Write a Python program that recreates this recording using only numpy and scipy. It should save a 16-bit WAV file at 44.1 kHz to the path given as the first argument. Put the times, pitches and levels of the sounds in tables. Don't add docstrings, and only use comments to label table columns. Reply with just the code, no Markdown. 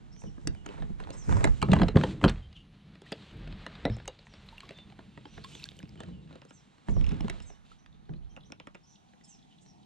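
import sys
import numpy as np
from scipy import signal
from scipy.fft import rfft, irfft, next_fast_len
from scipy.io import wavfile
from scipy.ndimage import uniform_filter1d

SR = 44100
rng = np.random.default_rng(int(sys.argv[2]) if len(sys.argv) > 2 else 0)


def store_pcm(level_fs):
    pcm = np.round(np.clip(level_fs, -1, 1) * 32767).astype(np.int16)
    wavfile.write(sys.argv[1], SR, np.atleast_2d(pcm).T)


N = 434385
T = np.arange(N) / SR
SIDE = np.array([[1], [-1]])


def undb(db):
    return 10 ** (np.asarray(db) / 20)


def unit_rms(x):
    return x / np.sqrt(np.mean(x ** 2))


def decay(t, t60):
    return np.exp(-np.log(1000) * t / t60)


def curves(table):
    times, *columns = np.transpose(table)
    return [np.interp(T, times, column) for column in columns]


def resonate(x, hz, width_hz):
    return signal.lfilter(*signal.iirpeak(hz, hz / width_hz, fs=SR), x)


def bandpass(x, low_hz, high_hz):
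    return signal.sosfilt(signal.butter(3, (low_hz, high_hz), "band", fs=SR, output="sos"), x)


def wander(per_s):
    hold = int(SR / per_s)
    steps = np.repeat(rng.standard_normal(N // hold + 1), hold)
    return uniform_filter1d(uniform_filter1d(steps, hold), hold)[:N]


def add(out, start, sound):
    i = int(start * SR)
    sound = sound[..., :N - i]
    out[:, i:i + sound.shape[-1]] += sound


def envelope(events, column, fade_db_per_s, attack_s=0.018):
    power = np.zeros(N)
    for row in events:
        start, hold = row[:2]
        near = slice(max(int((start - attack_s) * SR), 0), int((start + 1) * SR))
        t = T[near] - start
        rise = np.clip(1 + t / attack_s, 0, 1)
        power[near] += (rise * undb(row[column] - fade_db_per_s * np.clip(t - hold, 0, 1))) ** 2
    return np.sqrt(power)


def strike(modes, db, grit, reach, focus_hz=None):
    t = T[:len(grit)]
    hz, mode_db, t60 = np.transpose(modes)[:, :, None]
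    loudness, detune, skew = rng.standard_normal((3, len(modes), 1))
    if focus_hz:
        mode_db = mode_db - 14 * np.abs(np.log2(hz / focus_hz))
    lead = hz / 6000 * skew * SIDE[:, None] / 2
    tones = np.sin(2 * np.pi * hz * (1 + 0.052 * detune) * t + lead)
    ring = (undb(mode_db + 2 * loudness) * tones * decay(t, t60)).sum(1)
    body = signal.fftconvolve(ring, grit[None], axes=1)[:, :len(t)]
    crack = 0.84 * grit / np.abs(grit).max()
    hit = bandpass(body / np.abs(body).max() + crack, 0.48 * hz.min(), reach * hz.max())
    return undb(db) * hit / np.sqrt(uniform_filter1d(hit ** 2, SR // 200).max())


# pitch in Hz, relative level in dB, 60 dB ring time in seconds.
HOLLOW_MODES = [(300.2, -3.5, 0.08), (391.6, -0.7, 0.066), (465, -3.5, 0.068), (550.4, -3, 0.05),
                (627, 0, 0.025)]
PANEL_MODES = [(690, -2, .02), (800, -4, .018), (880, 0, .018), (1010, 0, .016), (1150, -3, .015),
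               (1335, -3, .015), (1470, -4, .014)]
GEAR_MODES = [(1725, -2.5, 0.014), (1920, -0.5, 0.021), (2270, 3, 0.0082), (2535, 0, 0.022),
              (2600, -7.5, 0.017), (2910, 10.5, 0.011), (3304, 10.5, 0.012), (3930, 16, 0.0066),
              (4410, 9.5, 0.013), (4900, 9, 0.01)]
FITTING_MODES = [(5200, -2, .006), (5900, -3, .006), (6600, -2, .006), (7300, -2, .005), (8000, 1, .006),
                 (8600, 1, .007)]
SNAP_MODES = [(10800, 0, .004), (12000, -3, .004), (13500, -7, .003), (14500, -10, .003)]
# start in seconds, levels of gear, hollow, panels
# and fittings in dB, focus of the gear's ring in Hz.
KNOCKS = [(0.2367, -60, -45.5, -50.5, -60, 2110), (0.38, -67, -44, -54, -83, 1710),
          (0.4722, -33.5, -35.5, -43, -30, 2920), (0.6616, -43.5, -43, -44, -47, 2330),
          (0.6889, -46, -42.5, -48, -62, 2680), (0.8215, -45, -43, -43, -68, 1760),
          (1, -45, -46, -43, -63, 1840), (1.037, -49, -51, -62, -75, 2430),
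          (1.0705, -55, -50, -47.5, -70, 1800), (1.103, -46.5, -41.5, -55, -52.5, 3480),
          (1.292, -47, -33, -38, -56, 1740), (1.3233, -40, -39, -32.5, -48, 1712),
          (1.3667, -49, -35, -34.5, -49, 1730), (1.4073, -45, -44, -43, -51, 1960),
          (1.4415, -25.5, -25, -24.5, -31, 1730), (1.4502, -39, -23, -34, -42, 1990),
          (1.4718, -42, -39, -32.5, -54, 1710), (1.6157, -34, -45, -42, -42, 2420),
          (1.6254, -29, -27.5, -22, -40.5, 1860), (1.6853, -50, -32.5, -38, -63, 1820),
          (1.7157, -31, -34.5, -39, -46, 2740), (1.732, -25, -29, -17, -39.5, 1710),
          (1.755, -43, -36, -43, -61, 2650), (1.7635, -38, -48, -28.5, -61, 1920),
          (1.7874, -39, -39, -42, -65, 1980), (1.7957, -41, -28, -28.5, -68, 1980),
          (1.8162, -29.5, -27, -21.5, -54, 2000), (1.8313, -36, -23.5, -37, -60, 2930),
          (1.8828, -33, -30.5, -32.5, -51, 3480), (1.9573, -36, -15.5, -32, -60, 1980),
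          (1.9681, -34, -34.5, -25, -51, 2830), (2.0113, -36.5, -34, -35, -55, 2640),
          (2.0349, -29, -22, -22, -50, 2000), (2.213, -46, -45, -38.5, -67, 2230),
          (2.2392, -22, -16.5, -16, -48, 1630), (2.2469, -28, -16, -23, -63, 1690),
          (2.256, -42, -30, -28, -62, 2300), (2.2855, -32, -48, -37, -66, 3600),
          (2.2793, -31, -44.5, -56, -61, 2450), (2.2941, -34, -45, -37, -42.5, 3220),
          (2.528, -54.5, -71, -68, -71, 4300), (3.0175, -55.5, -48.5, -56, -57, 3310),
          (3.119, -39, -32, -39, -43, 2470), (3.1241, -36, -38, -46, -64, 5000),
          (3.4736, -48.5, -48, -54, -68, 2660), (3.6638, -35.5, -40.5, -36.5, -51.5, 2020),
          (3.7523, -46, -70, -55, -84, 2940), (3.8512, -30.5, -22.5, -28.5, -57, 3880),
          (3.863, -50, -27.5, -35.5, -75, 1920), (3.877, -61, -34, -41, -78, 1900),
          (3.897, -47, -46, -53, -71, 1660), (3.966, -55, -46, -52, -55, 1800),
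          (4, -50.5, -66, -49.5, -78, 1770), (4.055, -50, -57, -54, -59, 2960),
          (4.0765, -33.5, -40, -34.5, -37.5, 3760), (4.094, -66, -56, -52, -68, 1800),
          (4.2681, -50.5, -73, -54, -85, 1730), (4.487, -47.5, -72, -61, -71, 4550),
          (4.6038, -42.5, -64, -60, -53.5, 2900), (4.6903, -44, -48.5, -51.5, -56, 2800),
          (4.7069, -45.5, -43, -61, -61, 2430), (4.9232, -56, -56, -51.5, -80, 2100),
          (4.989, -54, -45, -48, -81, 1710), (5.1748, -47, -45, -45.5, -72, 1910),
          (5.2533, -49.5, -44.5, -45, -72, 2030), (5.3773, -51, -44.5, -45, -79, 1940),
          (5.443, -43.5, -60, -60, -55.5, 4380), (5.5515, -50, -49, -52, -58, 3150),
          (5.654, -48, -61, -62, -50, 4740), (5.7674, -76, -60, -77, -60, 2900),
          (5.7902, -79, -57, -78, -54.5, 2860), (6.0027, -45.5, -39.5, -43, -52.5, 3266),
          (6.0334, -49, -49.5, -55, -58, 2090), (6.355, -55.5, -46, -56, -66, 2480),
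          (5.955, -59, -51, -59, -72, 2670), (6.308, -62, -50.5, -53, -75, 1840),
          (6.327, -55.5, -52, -68, -75, 3016), (6.45, -67, -52, -58, -62, 1983),
          (.218, -59, -54.5, -54, -78, 1750), (.548, -54, -58, -54, -63, 2010),
          (8.502, -68, -50.5, -58, -72, 2300), (6.8839, -44.5, -38, -37.5, -62, 1900),
          (6.893, -53, -43.5, -46, -67, 2494), (6.9641, -57, -39.5, -45.5, -73, 2140),
          (6.976, -62, -43.5, -60, -75, 1985), (7.204, -55, -43, -42, -70, 2190),
          (7.2439, -50, -35.5, -49, -75, 2306), (7.2806, -46, -54, -40, -57, 3240),
          (7.2974, -35, -39, -43, -43.5, 3790), (7.4999, -58.5, -51.5, -51, -74, 1844),
          (7.8605, -53, -73.5, -58.5, -76.5, 3000), (8.092, -61, -47.5, -54.5, -84, 1710),
          (8.1364, -57.5, -68, -69, -86, 1970)]


def knocks():
    out, t = np.zeros((2, N)), T[:SR // 15]
    for start, gear_db, hollow_db, panel_db, fitting_db, focus_hz in list(KNOCKS) + loose_contacts():
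        weight = undb(0.15 * (max(gear_db, panel_db) + 46))
        scrape_s = 0.0022 * weight * np.exp(0.15 * rng.standard_normal())
        pressure = (t / scrape_s) ** 1.16 * np.exp(-2.1 * t / scrape_s)
        friction = pressure * rng.standard_normal(len(t))
        specks = np.repeat(rng.standard_normal(len(t) // 32 + 1), 32)[:len(t)]
        grit = friction * undb(2.8 * specks)
        add(out, start, strike(HOLLOW_MODES, hollow_db, grit, reach=1.2))
        add(out, start, strike(PANEL_MODES, panel_db, grit, reach=1.2))
        add(out, start, strike(GEAR_MODES, gear_db, grit, reach=1.15, focus_hz=focus_hz))
        add(out, start, strike(FITTING_MODES, fitting_db, grit, reach=1.07))
        add(out, start, strike(SNAP_MODES, max(fitting_db - 23, gear_db - 43), grit, reach=1.06))
    return out


def loose_contacts(ticks_per_s=3.2, clatter_per_s=130):
    when, size, focus = rng.random((int(ticks_per_s * N / SR), 3)).T
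    starts = when * T[-1]
    db = np.interp(starts, T, curves(RUSTLE)[1]) + 9.5 + 8 * size
    rows = list(zip(starts, db, db - 4.5, db - 9.5, db - 26, 1800 + 2500 * focus))
    for start, hold, dull_db, *_ in DRAGS:
        when, size, focus = rng.random((int(clatter_per_s * hold) + 1, 3)).T
        db = dull_db + 1 - 10 * size
        rows += zip(start + hold * when, db - 12.5, db, db - 3, db - 21.5, 1800 + 2500 * focus)
    return rows


# start in seconds, level in dB, pitch in Hz, 60 dB ring time in seconds.
THUMPS = [(0.241, -45.5, 179.8, 0.09), (0.471, -30, 149, 0.17), (0.903, -32, 194, 0.064),
          (1.299, -25, 72, 0.13), (1.354, -19, 104, 0.17), (1.694, -19, 159.4, 0.1),
          (1.718, -18.5, 193, .2), (1.768, -17.5, 148.4, .12), (1.815, -15, 172.6, 0.16),
          (1.957, -11.5, 85.9, 0.11), (2.243, -13.5, 148.3, 0.25), (3.855, -30, 141, 0.15),
          (3.9, -23.5, 114.6, 0.28), (5.836, -34, 153.4, 0.072), (6.054, -43.5, 178.2, 0.69),
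          (6.111, -43, 178, 0.19), (6.971, -19, 75.5, 0.051), (7.125, -29, 222, 0.061),
          (7.209, -29, 153, 0.047), (7.246, -20.5, 208, 0.036), (8.112, -39, 152, 0.077)]


def thumps():
    out, t = np.zeros((2, N)), T[:SR // 2]
    attack = 1 - np.exp(-t / 0.00043)
    for start, db, hz, t60 in THUMPS:
        note = np.sin(2 * np.pi * hz * t)
        overtone = 0.36 * np.sin(2 * np.pi * 1.9 * hz * t + rng.uniform(0, 2 * np.pi)) * np.exp(-t / .03)
        add(out, start, undb(db) * (note + overtone) * decay(t, t60) * attack)
    return out


def scattered_ring(modes, t):
    ring = 0
    for hz, db, t60 in modes:
        gain = undb(db + 2 * rng.standard_normal())
        pitch = hz * (1 + 0.029 * rng.standard_normal())
        ring += gain * np.sin(2 * np.pi * pitch * t) * decay(t, t60)
    return ring


# pitch in Hz, relative level in dB, 60 dB ring time in seconds.
JOINT_MODES = [(2320, -49, 0.0015), (2530, -5, 0.0086), (2640, 15, 0.0089), (2850, 18.5, 0.0068),
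               (3470, 6, 0.0084), (3800, -5, 0.0048), (5200, 10.5, 0.0088), (5900, 2, 0.0078),
               (6460, -6, 0.0081), (7800, -20, 0.0064)]
SEAT_MODES = [(260, 1, 0.03), (570, -1, 0.02), (890, -1, 0.016), (1350, -4, 0.015), (1670, -7, .012)]
# time in seconds, tick level in dB, level of the hull's answer in dB.
CLICKS = [(5.829, -38, -56), (6.418, -40.5, -52), (6.508, -41, -51.5), (7.012, -32.5, -56),
          (7.0434, -31.5, -55), (7.066, -32, -48.5), (7.092, -33.5, -65), (7.1124, -36, -45),
          (7.1198, -40, -54), (7.144, -40.5, -63), (7.1625, -57, -54), (7.169, -48, -54), (7.208, -33, -48),
          (7.4028, -36.5, -52), (8.3648, -37.5, -50), (8.3724, -47.5, -47.5), (8.5214, -30.5, -46),
          (8.5998, -33.5, -46.5), (8.6718, -36.5, -46.5), (8.747, -42, -51), (8.7524, -39, -49)]


def joint_clicks():
    out, t = np.zeros((2, N)), T[:SR // 15]
    for time, tick_db, answer_db in CLICKS:
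        ring = scattered_ring(JOINT_MODES, t)
        slip = rng.standard_normal(len(t)) * t * np.exp(-t / .0005)
        tick = bandpass(signal.fftconvolve(ring, slip)[:len(t)], 1210, 8900)
        hull = scattered_ring(SEAT_MODES, t) * (1 - np.exp(-t / 0.0011))
        buzz = bandpass(rng.standard_normal(len(t)) * np.exp(-t / 0.0074), 220, 1620)
        answer = hull + 1.6 * buzz
        add(out, time - .0006, undb(tick_db - 3) * tick / np.abs(tick).max())
        add(out, time + .00092, undb(answer_db + 6) * answer / np.abs(answer).max())
    return out


def hull_tail(hits):
    t = T[:SR // 4]
    tail = bandpass(rng.standard_normal((2, len(t))), 80, 4000) * decay(t, t60=0.14)
    return undb(-33.5) * signal.fftconvolve(hits, tail, axes=1)[:, :N]


def rumble(modes):
    force = rng.standard_normal(N) * undb(2 * wander(25) + 2.8 * wander(5))
    return unit_rms(sum(undb(db) * resonate(resonate(force, hz, width), hz, 2 * width)
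                        for hz, width, db in modes))


# centre in Hz, width in Hz, relative level in dB.
HULL_MODES = [(70.5, 22, -6.5), (92, 34, -1.5), (126.6, 46, 2.5), (150.9, 21, 1), (183.9, 25.5, 0.5),
              (300.2, 41, -8), (389.4, 45, -17)]
POLE_MODES = [(41.4, 23.5, 4.5), (69, 25, -3)]
# time in seconds, hull boom in dB, pole shake in dB.
ROCKING = [(0.0, -61, -54.5), (1.34, -48.5, -52), (1.48, -54, -54), (1.92, -42, -52), (2.25, -45, -48),
           (2.49, -59, -47), (2.77, -57.5, -70), (3.87, -46, -52), (4.17, -58, -58), (6.01, -51, -81.5),
           (6.83, -67.5, -92), (7.13, -42, -39), (7.6, -69.5, -63.5), (8.42, -59, -64.5), (9.22, -73, -94),
           (9.85, -60, -91)]
# start and hold in seconds, hull boom in dB, pole shake in dB.
SHOVES = [(0.246, 0.018, -40, -38.5), (0.453, 0.051, -44, -40.5), (0.814, 0.032, -42.5, -40),
          (1.288, 0.079, -27.5, -34), (1.41, 0.077, -34, -31.5), (1.63, 0.021, -32, -42),
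          (1.695, 0.046, -21, -36), (1.761, 0.068, -26, -32), (1.959, 0.029, -21, -46),
          (2.05, 0.1, -37, -43), (2.238, 0.027, -20, -31), (3.331, 0.2, -42.5, -43.5),
          (3.851, 0.073, -36.5, -40.5), (5.283, 0.16, -59.5, -65), (6.085, .05, -52.5, -81),
          (6.896, 0.034, -38, -37), (6.962, 0.06, -41.5, -30), (7.115, 0.025, -40, -53),
          (7.221, 0.036, -45, -34), (8.105, 0.026, -46.5, -42.5)]


def boom_and_shake():
    boom_db, shake_db = curves(ROCKING)
    boom_gain = np.hypot(undb(boom_db), envelope(SHOVES, column=2, fade_db_per_s=254.5))
    shake_gain = np.hypot(undb(shake_db), envelope(SHOVES, column=3, fade_db_per_s=109))
    boom = rumble(HULL_MODES) + 0.2 * SIDE * rumble(HULL_MODES)
    shake = rumble(POLE_MODES) * np.array([[-1.68], [3.86]])
    return boom_gain * boom + shake_gain * shake


# time in seconds, then dull, bright and hiss levels in dB.
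RUSTLE = [(0.0, -61.5, -76, -85), (0.46, -61, -76, -77), (1.07, -56.5, -75, -82), (1.29, -46, -71, -62.5),
          (1.67, -55.5, -63, -71.5), (1.86, -45, -70.5, -76), (2.22, -50.5, -66, -77), (2.6, -61, -73, -91),
          (3.81, -43.5, -59, -77), (4.14, -57.5, -68, -83.5), (4.53, -51.5, -63.5, -77),
          (5.05, -58, -70.5, -85), (5.54, -57, -59.5, -70.5), (6.06, -66, -76, -86.5),
          (6.86, -60, -73.5, -81), (7.13, -50, -68.5, -78.5), (7.82, -64.5, -81, -95.5),
          (9.85, -82, -77, -84.5)]
# start and hold in seconds, then dull, bright and hiss levels in dB.
DRAGS = [(0.656, 0.15, -49.5, -68.5, -78), (0.997, 0.16, -51.5, -68, -75.5), (1.298, 0.16, -39, -80, -61.5),
         (1.711, 0.13, -44, -61, -68), (1.966, 0.135, -43.5, -52.5, -62), (2.223, 0.078, -38.5, -65, -64.5),
         (3.069, 0.22, -60.5, -62, -76), (3.675, 0.17, -60, -75, -86), (4.621, 0.11, -59, -65, -84),
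         (5.474, 0.087, -64, -78, -70), (5.992, 0.097, -55, -68, -78), (6.298, 0.075, -57, -70, -86),
         (6.873, 0.054, -54, -69, -74), (6.992, 0.41, -55.5, -65.5, -76.5),
         (7.66, 0.087, -72, -68.5, -79.5), (8.055, 0.09, -82, -83.5, -104)]


def rustle():
    catches = np.repeat(rng.exponential(size=N // 64 + 1), 64)[:N]
    grain = undb(0.76 * catches + 2 * wander(30))
    dull, bright, hiss = (np.hypot(undb(db), envelope(DRAGS, column, fade_db_per_s=198))
                          for column, db in enumerate(curves(RUSTLE), start=2))
    out = 0
    for low_hz, high_hz, gain, spread in ((360, 1150, 0.17 * dull, .5), (1090, 2370, 0.2 * dull, .3),
                                          (2370, 4270, bright, .3), (4700, 8280, hiss, .5)):
        mid, side = map(unit_rms, bandpass(grain * rng.standard_normal((2, N)), low_hz, high_hz))
        out += gain * (mid + spread * side * SIDE)
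    return out


# start in seconds, starting pitch in Hz, level in dB, 60 dB ring time in seconds.
DRIPS = [(4.527, 890, -47.5, 0.091), (4.581, 2740, -37, 0.026), (4.633, 1085, -43, 0.045),
         (3.858, 1940, -31.5, 0.065), (3.064, 1880, -47.5, 0.04), (5.446, 1047, -41, 0.07),
         (5.551, 3396, -36.5, 0.019), (5.599, 2640, -42, 0.023), (5.641, 4320, -21.5, 0.0048),
         (5.658, 1600, -48, 0.045), (5.689, 3600, -27.5, 0.0056), (5.44, 4360, -37, 0.012),
         (5.625, 3800, -42, .02), (5.633, 2600, -40.5, 0.022), (5.79, 2980, -42, 0.022),
         (7.717, 1292, -49.5, 0.035)]
# start and end in seconds, base level in dB.
SPATTER = [(3.097, 3.798, -67), (4.391, 4.804, -63), (5.338, 5.9, -60.5)]


def drips(spatter_per_s=80, ring_cycles=24):
    out, t, drops = np.zeros((2, N)), T[:SR // 8], list(DRIPS)
    for start, end, db in SPATTER:
        when, pitch, size = rng.random((int(spatter_per_s * (end - start)), 3)).T
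        hz = 1230 * 2 ** (2.47 * pitch)
        drops += zip(start + (end - start) * when, hz, db - 4 * np.log(1 - size), ring_cycles / hz)
        mist = unit_rms(bandpass(rng.standard_normal((2, N)), 4500, 12600))
        arch = np.sin(np.pi * np.clip((T - start) / (end - start), 0, 1))
        out += mist * arch * undb(db - 23 + 9.9 * wander(200))
    attack = 1 - np.exp(-t / 0.000083)
    for start, hz, db, t60 in drops:
        bubble = np.sin(2 * np.pi * hz * (t + 1.3 * t ** 2)) * decay(t, t60) * attack
        tick = bandpass(rng.standard_normal(len(t)) * np.exp(-t / 0.001), 5720, 13000)
        tick_db = min(db, -39) - 19
        add(out, start, undb(db) * bubble + undb(tick_db) * tick)
    return out


def chirp(out, start, end, pitches, db, rasp, drift_db=None):
    progress = np.linspace(0, 1, max(int((end - start) * SR), 50))
    glide_hz = np.polyval(np.polyfit([0, .5, 1], pitches, deg=2), progress)
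    pitch_flutter, level_flutter = uniform_filter1d(rng.standard_normal((2, len(progress))), 40)
    hz = glide_hz * (1 + rasp * pitch_flutter)
    if drift_db is not None:
        db = db + np.interp(start + progress * (end - start), T, drift_db)
    gain = undb(db + 4.5 + min(300 * rasp, 26) * level_flutter)
    arch = np.sqrt(np.sin(np.pi * progress).clip(0))
    add(out, start, gain * arch * np.sin(2 * np.pi * np.cumsum(hz) / SR))


# start and end
# in seconds into the phrase, first, middle and # last pitch in Hz, relative level in dB, amount of rasp.
SLIDE = [(0, .025, 5200, 5300, 5700, -3, .1), (.003, .027, 6800, 7600, 8600, -4, .5),
         (.04, .125, 6500, 6100, 5000, 0, .05), (.043, .08, 7600, 7650, 7000, -1, .05)]
RISE = [(0, 0.035, 5200, 5480, 5470, 10.5, 0.16), (0.032, 0.132, 6030, 5900, 5720, 13, 0.1),
        (0.064, 0.14, 6900, 6500, 5400, 3, 0.83)]
FALL = [(0, 0.034, 6500, 6960, 7540, -0.9, 0.99), (0.041, 0.108, 5980, 5730, 5430, -0.21, 0.1)]
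CHIP = [(0, 0.028, 5640, 5840, 6150, -1, 0.15), (0.021, 0.069, 6160, 5890, 6100, -10, 0.16)]
HELD = [(0, .11, 3590, 3560, 3570, 0, .01)]
# start in seconds, phrase, level in dB.
SONG = [(.115, RISE, -81.5), (0.189, FALL, -70), (1.122, SLIDE, -62), (4.249, FALL, -76),
        (4.733, HELD, -62), (5.261, RISE, -87.5), (5.483, SLIDE, -68), (6.482, SLIDE, -71),
        (6.889, FALL, -67.5), (7.413, SLIDE, -68), (7.783, CHIP, -76), (8.089, CHIP, -85),
        (8.294, CHIP, -75), (8.445, CHIP, -72.5), (8.831, RISE, -83), (9.234, SLIDE, -64),
        (9.608, FALL, -71)]
# time in seconds, level in dB.
CHATTER = [(7.926, -71), (7.9443, -74), (8.054, -71), (8.406, -66), (8.4339, -67), (8.9327, -75),
           (8.9564, -65.5), (9.087, -74), (9.392, -69), (9.427, -63.5), (9.5276, -71), (9.5834, -68),
           (9.784, -73), (9.831, -67.5)]


def songbirds():
    out = np.zeros((2, N))
    for time, phrase, db in SONG:
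        for start, end, *pitches, note_db, rasp in phrase:
            chirp(out, time + start, time + end, pitches, db + note_db, rasp)
    for time, db in CHATTER:
        chirp(out, time - .002, time + .0062, (4200, 3600, 3000), db, rasp=.5)
    return out


# start and end in seconds, first, middle and last pitch in Hz, level in dB.
WHISTLES = [(0.262, 0.3, 3100, 2950, 2750, -70), (.33, .47, 2850, 2950, 2910, -83),
            (0.535, 0.64, 3200, 2920, 2900, -72), (2.367, 2.394, 3200, 3300, 3230, -64),
            (2.415, 2.454, 3240, 3110, 3170, -73), (2.511, 2.633, 2950, 2836, 2910, -69),
            (2.545, 2.581, 3490, 3150, 2750, -65), (3.899, 3.977, 5280, 5310, 5330, -69.5),
            (5.1, 5.248, 2850, 2620, 2370, -77), (5.492, 5.56, 2810, 2950, 3000, -64),
            (5.968, 6.085, 2950, 3120, 2950, -69), (6.118, 6.21, 3050, 2860, 2660, -71),
            (8.14, 8.18, 3900, 4122, 4455, -81.5), (8.218, 8.25, 2900, 3070, 3210, -79.5),
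            (8.57, 8.64, 4000, 3280, 3020, -77), (9.246, 9.343, 3500, 2985, 2680, -76.5),
            (9.472, 9.55, 3740, 3100, 2850, -74)]


def far_birds(twitters_per_s=20):
    out = np.zeros((2, N))
    when, pitch, glide, size = rng.random((int(twitters_per_s * N / SR), 4)).T
    starts = when * T[-1]
    hz = 2700 * (1 + .5 * pitch)
    bend = .15 * hz * (glide - .6)
    twitter = list(zip(starts, starts + 0.036, hz, hz + bend / 2, hz + bend, -91 + 8 * size))
    air_db = 6 * wander(50)
    for start, end, *pitches, db in WHISTLES + twitter:
        rasp = 0.05 + 0.4 * np.ptp(pitches) / pitches[1]
        chirp(out, start, end, pitches, db, rasp, air_db)
    return out


def through_trees(calls):
    t = T[:SR // 2]
    trees = rng.standard_normal((2, len(t))) * decay(t, t60=0.29)
    echoes = undb(-30.5) * signal.fftconvolve(calls, trees, axes=1)[:, :N]
    return bandpass(calls + echoes, 2700, 9300)


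# frequency in Hz, relative noise density in dB.
SHORE_SPECTRUM = [(15, -43), (25, -3.5), (92, -15), (167, 3), (219, -2.5), (282, -7), (552, -33.5),
                  (764, -12.5), (1080, -24), (2600, -29.5), (3780, -35), (4610, -40.5), (5770, -18),
                  (6540, -53), (9400, -35.5), (11000, -62), (21400, -120)]


def shore(level_db=-63):
    out, swell = 0, wander(0.35)
    hz_at, db_at = np.transpose(SHORE_SPECTRUM)
    for hz in 30 * 2 ** np.arange(0, 9, 1 / 3):
        noise = rng.standard_normal((2, N))
        mid, side = map(unit_rms, resonate(resonate(noise, hz, hz / 3), hz, hz / 3))
        band_db = np.interp(np.log(hz), np.log(hz_at), db_at) + 10 * np.log10(hz)
        out += undb(band_db + 2.1 * swell + 3.5 * wander(2.7)) * (mid + 1.1 * side * SIDE)
    return unit_rms(out) * undb(level_db)


def scene():
    hits = knocks() + thumps() + joint_clicks()
    boat = hits + hull_tail(hits) + boom_and_shake() + rustle()
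    return boat + drips() + through_trees(far_birds() + songbirds()) + shore()


# frequency in Hz, spill level in dB, spill phase in radians.
PORT_SPILL = [(40, -2.5, 2.), (150, -5, 1.5), (330, -5.5, 1.6), (436.5, 8, 1.7), (583, -7.5, 1.4),
              (795, 6, 1.9), (1050, 0.5, 1.9), (1320, 5.5, 2.1), (1800, -6, 2.15), (4905, -7.5, 2),
              (8000, -0.5, 2.4), (12230, -5, 1.4)]
# time in seconds, side gain in dB.
STEREO_WIDTH = [(0, -0.5), (1.5, 1), (1.95, -16), (2.5, -34.5), (3.1, -53), (3.8, -71), (4.1, -65),
                (4.35, -34), (4.65, -15), (5.1, -7), (5.8, -4), (6.9, -1), (9.85, -0.5)]


def record(dry):
    left, right = signal.sosfilt(signal.butter(3, 33, "high", fs=SR, output="sos"), dry)
    mid, side = (left + right) / 2, (left - right) / 2
    size = next_fast_len(N)
    hz_at, db_at, rad_at = np.transpose(PORT_SPILL)
    log_hz = np.log(np.arange(size // 2 + 1) * SR / size + 1)
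    spill_gain = undb(np.interp(log_hz, np.log(hz_at), db_at))
    spill_phase = np.interp(log_hz, np.log(hz_at), rad_at)
    side = side + irfft(rfft(mid, size) * spill_gain * np.exp(1j * spill_phase), size)[:N]
    width_db = curves(STEREO_WIDTH)[0]
    treble = signal.sosfiltfilt(signal.butter(4, 5050, "high", fs=SR, output="sos"), side)
    side = undb(width_db) * (side - treble) + undb(.45 * width_db) * treble
    top_cut = signal.ellip(8, .2, 70, 15600, fs=SR, output="sos")
    return signal.sosfilt(top_cut, [mid + side, mid - side])


dry = scene()
out = record(dry)
store_pcm(out)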